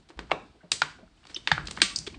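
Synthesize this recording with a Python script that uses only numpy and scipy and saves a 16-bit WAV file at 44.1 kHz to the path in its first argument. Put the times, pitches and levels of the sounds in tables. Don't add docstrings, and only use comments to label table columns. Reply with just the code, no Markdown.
import sys
import numpy as np
from scipy import signal
from scipy.fft import rfft, irfft, next_fast_len
from scipy.io import wavfile
from scipy.ndimage import uniform_filter1d

SR = 44100
rng = np.random.default_rng(int(sys.argv[2]) if len(sys.argv) > 2 else 0)


def bounce(signal):
    frames = np.transpose(np.atleast_2d(signal))
    limited = np.clip(frames, -1, 1)
    pcm = np.round(limited * 32767).astype(np.int16)
    wavfile.write(sys.argv[1], SR, pcm)


def decibels_to_gain(level_db):
    exponent = np.asarray(level_db, float) / 20
    return 10 ** exponent


N = 96314


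def rms_one(x):
    return x / np.sqrt(np.mean(x ** 2) + 1e-20)


def at_hz(points, hz):
    known_hz, values = np.transpose(points)
    return np.interp(np.log(hz + 1), np.log(known_hz), values)


def coloured(x, spectrum):
    hz = np.arange(len(x) // 2 + 1) * SR / len(x)
    return rms_one(irfft(rfft(x) * decibels_to_gain(at_hz(spectrum, hz)), len(x)))


def drift(rate_hz):
    r = np.exp(-2 * np.pi * rate_hz / SR)
    wander = signal.lfilter([1], [1, -2 * r, r * r], rng.standard_normal(N + SR))
    return rms_one(wander[SR:])


def causal(gain_db):
    c = irfft(gain_db * np.log(10) / 20)
    c[1:len(c) // 2] *= 2
    c[len(c) // 2 + 1:] = 0
    return np.exp(rfft(c))


def add(out, s, sound):
    i = int(s * SR)
    out[..., i:i + sound.shape[-1]] += sound


def movement():
    # (time [s], rumble level [dB], rustle level [dB])
    arm_moves = [(0.0, -57, -60), (0.14, -64.5, -96), (0.31, -55, -55), (0.47, -63.5, -62), (0.7, -67, -96),
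                 (0.85, -56, -65.5), (0.91, -59, -51), (1.05, -60.5, -76), (1.29, -62, -54),
                 (1.46, -58.5, -51), (1.63, -47, -50.5), (1.71, -51, -44), (1.98, -52.5, -46),
                 (2.18, -46.5, -63)]
    # (frequency [Hz], level per Hz [dB])
    rumble_spectrum = [(15, -45.5), (25, -1), (54, 10), (98, 2), (271, -7.5), (320, -6.5), (487, -19.5),
                       (900, -20.5), (1170, -60), (1980, -120)]
    # (frequency [Hz], level per Hz [dB])
    rustle_spectrum = [(300, -11.5), (700, -7), (2000, -7.5), (5000, -8), (10000, -7)]
    grains_per_s, rustle_db = 650, -4
    rumble_lump_db, rustle_lump_db = 1.5, 2.0
    t = np.arange(N) / SR
    s, rumble_level, rustle_level = np.transpose(arm_moves)

    rumble_db = np.interp(t, s, rumble_level) + rumble_lump_db * drift(3.5)
    rumble = coloured(rng.standard_normal(N), rumble_spectrum) * decibels_to_gain(rumble_db)

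    catches = rng.random(N) < grains_per_s / SR
    strength = decibels_to_gain(3.5 * np.minimum(rng.exponential(1, N), 3))
    grains = catches * strength * rng.choice([-1, 1], N)
    cloth = coloured(grains + 0.76 * rng.standard_normal(N), rustle_spectrum)
    rustle = cloth * decibels_to_gain(np.interp(t, s, rustle_level) + rustle_db + rustle_lump_db * drift(25))
    return rumble + rustle


def microphone_hiss():
    # (frequency [Hz], level per Hz [dB])
    hiss_spectrum = [(410, -33), (700, -3), (836, -5), (8190, -13), (10000, -4.5), (13000, -53),
                     (22000, -120)]
    return decibels_to_gain(-69) * coloured(rng.standard_normal(N), hiss_spectrum)


def buckle(hz, below_db, above_db, length, fade_db):
    slips_per_s, rise_s, settle_s = 9000, 0.00081, 0.00082
    t, bins = np.arange(2048) / SR, np.arange(1025) * SR / 2048
    slips = rng.normal(0, 1, 2048) * (rng.random(2048) < slips_per_s / SR) + (t == 0)
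    rise = np.clip(.25 + t / rise_s, 0, 1)
    fade = decibels_to_gain(-fade_db * t / length)
    settle = np.exp(-np.maximum(t - length, 0) / settle_s)
    run = rfft(slips * rise * settle * fade)

    run_db = 10 * np.log10(uniform_filter1d(np.abs(run) ** 2, size=45) + 1e-9)
    octaves = np.log2((bins + 20) / hz)
    panel_db = np.where(octaves < 0, max(below_db, 2) * octaves, -above_db * octaves)
    panel_db = np.maximum(panel_db, -60)
    direct = irfft(run * causal(panel_db - run_db))
    pulse = irfft(causal(panel_db))
    return np.array([direct, pulse]) / np.abs(direct).max()


def creaks():
    # (time [s], peak level [dB], pitch [Hz], fall away from it [dB per octave], length [s])
    crease_creaks = [(0.088, -36, 3000, 0, 0.01), (0.103, -41, 950, 7.5, 0.0073),
                     (0.173, -47, 517, 5, 0.009), (0.296, -40, 890, 13, 0.0097),
                     (0.55, -59, 480, 14.5, 0.011), (0.607, -54.5, 1600, 25, 0.011),
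                     (0.63, -51, 615, 10, 0.045), (0.985, -49, 665, 9.5, 0.048),
                     (1.232, -54.5, 1200, 13, 0.008), (1.296, -37, 2000, 3.5, 0.023),
                     (1.364, -30.5, 3440, 2.5, 0.011), (1.736, -41, 6140, 0, .012),
                     (1.766, -32, 4960, 7, 0.0047), (2.066, -19.5, 2960, 4.5, 0.015),
                     (2.146, -42, 2315, 11, 0.0065)]
    out = np.zeros((2, N + SR))
    for s, db, hz, fall_db, length in crease_creaks:
        creak = buckle(hz, fall_db, fall_db, np.clip(length, .001, .035), fade_db=7)
        add(out, s, decibels_to_gain([[db], [db + 2.5]]) * creak)
    return out[:, :N]


def thuds():
    # (time [s], level [dB], pitch [Hz], time to fall 60 dB [s])
    low_thuds = [(0.098, -48.5, 337, 0.072), (0.167, -37.5, 55.8, 0.52), (0.19, -39.5, 303, 0.048),
                 (0.32, -41.5, 154.5, 0.17), (0.33, -42.5, 620, 0.31), (0.432, -48.5, 244, 0.065),
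                 (0.639, -48, 167, 0.14), (0.722, -46, 121.4, 0.092), (0.825, -42.5, 145.7, 0.22),
                 (1.028, -47.5, 200, 0.095), (1.366, -42, 369, 0.044), (1.519, -25, 145.6, 0.11),
                 (1.521, -25.5, 75, 0.093), (1.589, -37, 153, 0.21), (1.821, -30, 331, 0.055),
                 (1.83, -35.5, 205, 0.12), (1.991, -44, 59, 0.16), (1.999, -46.5, 172.3, 0.22),
                 (2.075, -30, 395, 0.03), (2.13, -53, 352, 0.092), (1.826, -40.5, 1170, 0.27),
                 (1.91, -49, 1130, 0.17), (.338, -41, 720, 0.07), (.36, -52, 540, .2),
                 (1.03, -54, 640, .12), (1.049, -49.5, 190, .08), (1.545, -36, 125, 0.19),
                 (1.63, -41.5, 165, 0.11), (1.574, -43, 330, 0.083), (1.93, -46.5, 190, 0.12),
                 (0.736, -42, 70, 0.11), (1.691, -46.5, 217, .12), (1.775, -40, 192, 0.083)]
    rise_cycles, pitch_wobble, beat_depth, steady_hz = 0.36, 0.053, .7, 250
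    out, t = np.zeros(N + SR), np.arange(SR // 2) / SR
    for s, db, hz, t60 in low_thuds:
        wobble = np.interp(t, np.arange(26) / 50, rng.normal(0, 1, 26))
        low = min(1, steady_hz / hz)
        turns = np.cumsum(hz * (1 + pitch_wobble * low * wobble)) / SR
        beat = 1 + beat_depth * (1 - low) * wobble[::-1]
        swell = 1 - np.exp(-t * hz / rise_cycles)
        add(out, s, beat * swell * decibels_to_gain(db - 60 * t / t60) * np.sin(2 * np.pi * turns))
    return out[:N]


def panel_snaps():
    # (time [s], peak level [dB], panel pitch [Hz], fall below it [dB per octave],
    # fall above it [dB per octave])
    snaps = [(0.191, -22.5, 1530, 3, 7), (0.3152, -13.5, 807, 13, 9), (0.7174, 8, 4840, 5.5, -3.5),
             (0.818, -10, 1365, 12, 6.5), (1.4734, -14, 2330, 9, 11.5), (1.4801, -22, 2420, 7.5, 7),
             (1.516, -6.5, 1570, 18, 9), (1.5781, -16.5, 1433, 15, 21.5), (1.8173, 6, 2550, 11.5, 2),
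             (1.9598, -12, 5070, 50.5, 7.5), (1.9873, -10.5, 5100, 32, 2)]
    out = np.zeros((2, N + SR))
    for s, db, hz, below_db, above_db in snaps:
        snap = buckle(hz, below_db, above_db, length=0.003, fade_db=9.5)
        add(out, s, decibels_to_gain([[db], [db + 0.5]]) * snap)
    return out[:, :N]


def crease_ticks():
    # (time [s], peak level [dB], pitch [Hz], fall below it [dB per octave],
    # fall above it [dB per octave])
    ticks = [(0.31, -28, 2264, 11, 16), (0.3157, -17, 2250, 33, 24), (1.239, -51, 2930, 12, 20),
             (1.2518, -39, 1110, 5.5, 5), (1.269, -34.5, 4630, 3, 6.5), (1.344, -35, 5300, 3.5, 29),
             (1.655, -26, 5100, -2, -5.5), (1.671, -21, 4470, 11, 6), (1.682, -29.5, 2480, 1.5, 6.5),
             (1.71, -10, 4500, 1, -6), (1.773, -27.5, 1440, 8.5, 12), (1.783, -33, 2000, 2.5, 19),
             (1.802, -31, 1810, 17, 11.5)]
    out = np.zeros((2, N + SR))
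    for s, db, hz, below_db, above_db in ticks:
        tick = buckle(hz, below_db, above_db, length=0.0042, fade_db=4.5)
        add(out, s, decibels_to_gain([[db], [db - 2]]) * tick)
    return out[:, :N]


def panel_modes():
    strike_times = [.3153, .3172, .7178, .7186, .724, .8184, .823, 1.078, 1.176, 1.344, 1.361, 1.4735,
                    1.5165, 1.518, 1.8176, 1.819, 1.9603, 2.1, 2.143]
    # (frequency [Hz], level [dB], time to fall 60 dB [s])
    modes_per_strike = [
        [(1200, -22.5, 0.0098), (2130, -14.5, .012), (2700, -17, 0.013), (3240, -25.5, .009),
         (3980, -26.5, 0.011)],
        [(690, -22, .02), (1200, -20.5, 0.026)],
        [(7160, -13.5, 0.007), (8200, -14, .009)],
        [(4230, -21, 0.0078), (4880, -15.5, 0.016), (5740, -20, .011)],
        [(2550, -33.5, .03)],
        [(870, -27, 0.025), (4650, -22.5, 0.012), (5240, -20.5, .011), (6720, -21.5, .009)],
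        [(2425, -26.5, .03), (3900, -31, 0.032)],
        [(1394, -52, .015)],
        [(3000, -58.5, .02)],
        [(2000, -49, 0.021)],
        [(4670, -39, .03)],
        [(930, -21, 0.02), (1630, -26, 0.019), (2435, -21.5, 0.01), (3680, -21, 0.016), (5200, -32.5, .009)],
        [(2410, -32, 0.018), (2790, -22.5, .012), (4910, -16, 0.0078)],
        [(3620, -17.5, 0.022), (4520, -25, 0.014)],
        [(2360, -15, .018), (2830, -17, 0.023), (8260, -3, 0.012)],
        [(3145, -20, 0.018), (3630, -19, 0.022), (4030, -23.5, 0.015)],
        [(4720, -17, 0.018), (5050, -17, 0.024), (5500, -17.5, 0.015), (6580, -17, .012), (7770, -25, 0.015)],
        [(2268.5, -47, .03)],
        [(1070, -47, 0.036), (2450, -41, 0.028)],
    ]
    longest_s, rise_s, walls_db = .032, 0.00054, -6
    out, t = np.zeros((2, N + SR)), np.arange(4096) / SR
    for s, modes in zip(strike_times, modes_per_strike):
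        for hz, db, t60 in modes:
            fade = decibels_to_gain([[db], [db + walls_db]] - 60 * t / min(t60, longest_s))
            add(out, s, fade * np.sin(2 * np.pi * hz * t) * np.clip(t / rise_s, 0, 1))
    return out[:, :N]


def stiff_spot_rings():
    # (time [s], frequency [Hz], level [dB], time to fall 60 dB [s])
    rings = [(0.3155, 730, -26.5, 0.031), (0.7176, 7630, -0.5, 0.0073), (0.7185, 3770, -13.5, 0.0077),
             (0.7178, 2585, -9.5, 0.0081), (0.819, 1415, -16.5, 0.04), (1.241, 2930, -47.5, 0.0098),
             (1.345, 5410, -27, 0.021), (1.345, 6110, -30, 0.041), (1.35, 3030, -38.5, 0.036),
             (1.362, 3047, -29, 0.035), (1.364, 3680, -32, 0.06), (1.5153, 1712, -7.5, 0.019),
             (1.5165, 855, -15, 0.018), (1.8171, 2544, -12.5, 0.012), (1.819, 4670, -6, 0.011),
             (1.8178, 1601, -10.5, 0.019), (1.773, 1470, -37, 0.015), (1.8, 1860, -36, 0.02),
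             (1.9872, 5720, -7.5, 0.0035), (2.069, 3395, -33.5, 0.032)]
    roughness, longest_s, rise_s, walls_db = .6, .04, .001, -7.5
    out, t = np.zeros((2, N + SR)), np.arange(4096) / SR
    for s, hz, db, t60 in rings:
        uneven = 1 + roughness * np.interp(t, np.arange(100) / 900, rng.normal(0, 1, 100))
        fade = decibels_to_gain([[db], [db + walls_db]] - 60 * t / min(t60, longest_s))
        add(out, s, uneven * fade * np.sin(2 * np.pi * hz * t) * np.clip(t / rise_s, 0, 1))
    return out[:, :N]


def room(sent):
    # (frequency [Hz], time to fall 60 dB [s])
    room_t60 = [(150, 0.7), (500, 0.25), (1500, 0.38), (4000, 0.35), (7000, 0.37), (10000, 0.3)]
    # (frequency [Hz], level [dB])
    room_colour = [(150, 20), (500, 5), (1500, 0.5), (4000, -1.5), (9000, 2)]
    # (time [s], level [dB])
    to_walls = [(0, -0.5), (.315, -2.5), (.72, -1.5), (.82, -1), (1.49, -1.4), (1.65, -2.5), (1.82, -1),
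                (1.96, -1), (1.99, -5.5), (2.18, -0.5)]
    room_db, gap_s, rise_s = -38.5, .002, 0.007
    early_db, early_t60_s = 6, 0.058
    t, tail = np.arange(SR // 2) / SR, 0
    band_edges = 80 * 2 ** np.arange(0, 7.6, .5)
    for low, high in zip(band_edges, band_edges[1:]):
        hz = np.sqrt(low * high)
        band_filter = signal.butter(2, [low, high], "band", fs=SR, output="sos")
        band = signal.sosfilt(band_filter, rng.standard_normal(len(t)))
        late = decibels_to_gain(-60 * t / at_hz(room_t60, hz))
        early = decibels_to_gain(early_db - 60 * t / early_t60_s)
        tail = tail + band * decibels_to_gain(at_hz(room_colour, hz)) * (late + early)
    tail = tail * np.clip((t - gap_s) / rise_s, 0, 1)
    walls_db = np.interp(np.arange(N) / SR, *np.transpose(to_walls))
    return decibels_to_gain(room_db) * signal.fftconvolve(sent * decibels_to_gain(walls_db), tail)[:N]


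def scene():
    background = movement() + microphone_hiss()
    direct, sent = creaks() + panel_snaps() + crease_ticks() + panel_modes() + stiff_spot_rings()
    return (background + direct + thuds() + room(sent))[None]


def band_limit(x):
    return signal.sosfilt(signal.butter(12, 11050, fs=SR, output="sos"), x)


def record(dry):
    # (frequency [Hz], level [dB])
    mic_colour = [(60, -2), (300, 5.5), (2000, 1), (4500, 3.5), (6300, -5), (8200, -4.5), (10000, -7)]
    limit = .9
    step_hz, step_db = 8500, -6.5
    cut_hz, cut_db_per_khz = 9637, 43
    size = 2 * next_fast_len(N // 2 + 4096)
    hz = np.arange(size // 2 + 1) * SR / size
    picked_up = irfft(rfft(dry, size) * causal(at_hz(mic_colour, hz)), size)
    limited = limit * np.tanh(picked_up / limit)
    treble_step_db = step_db * np.clip((hz - step_hz) / 100 + .5, 0, 1)
    treble_cut_db = np.clip(cut_db_per_khz * (hz - cut_hz) / 1000, 0, 70)
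    mix = irfft(rfft(limited) * decibels_to_gain(treble_step_db - treble_cut_db), size)[:, :N]
    return band_limit(mix)


dry = scene()
out = record(dry)
bounce(out)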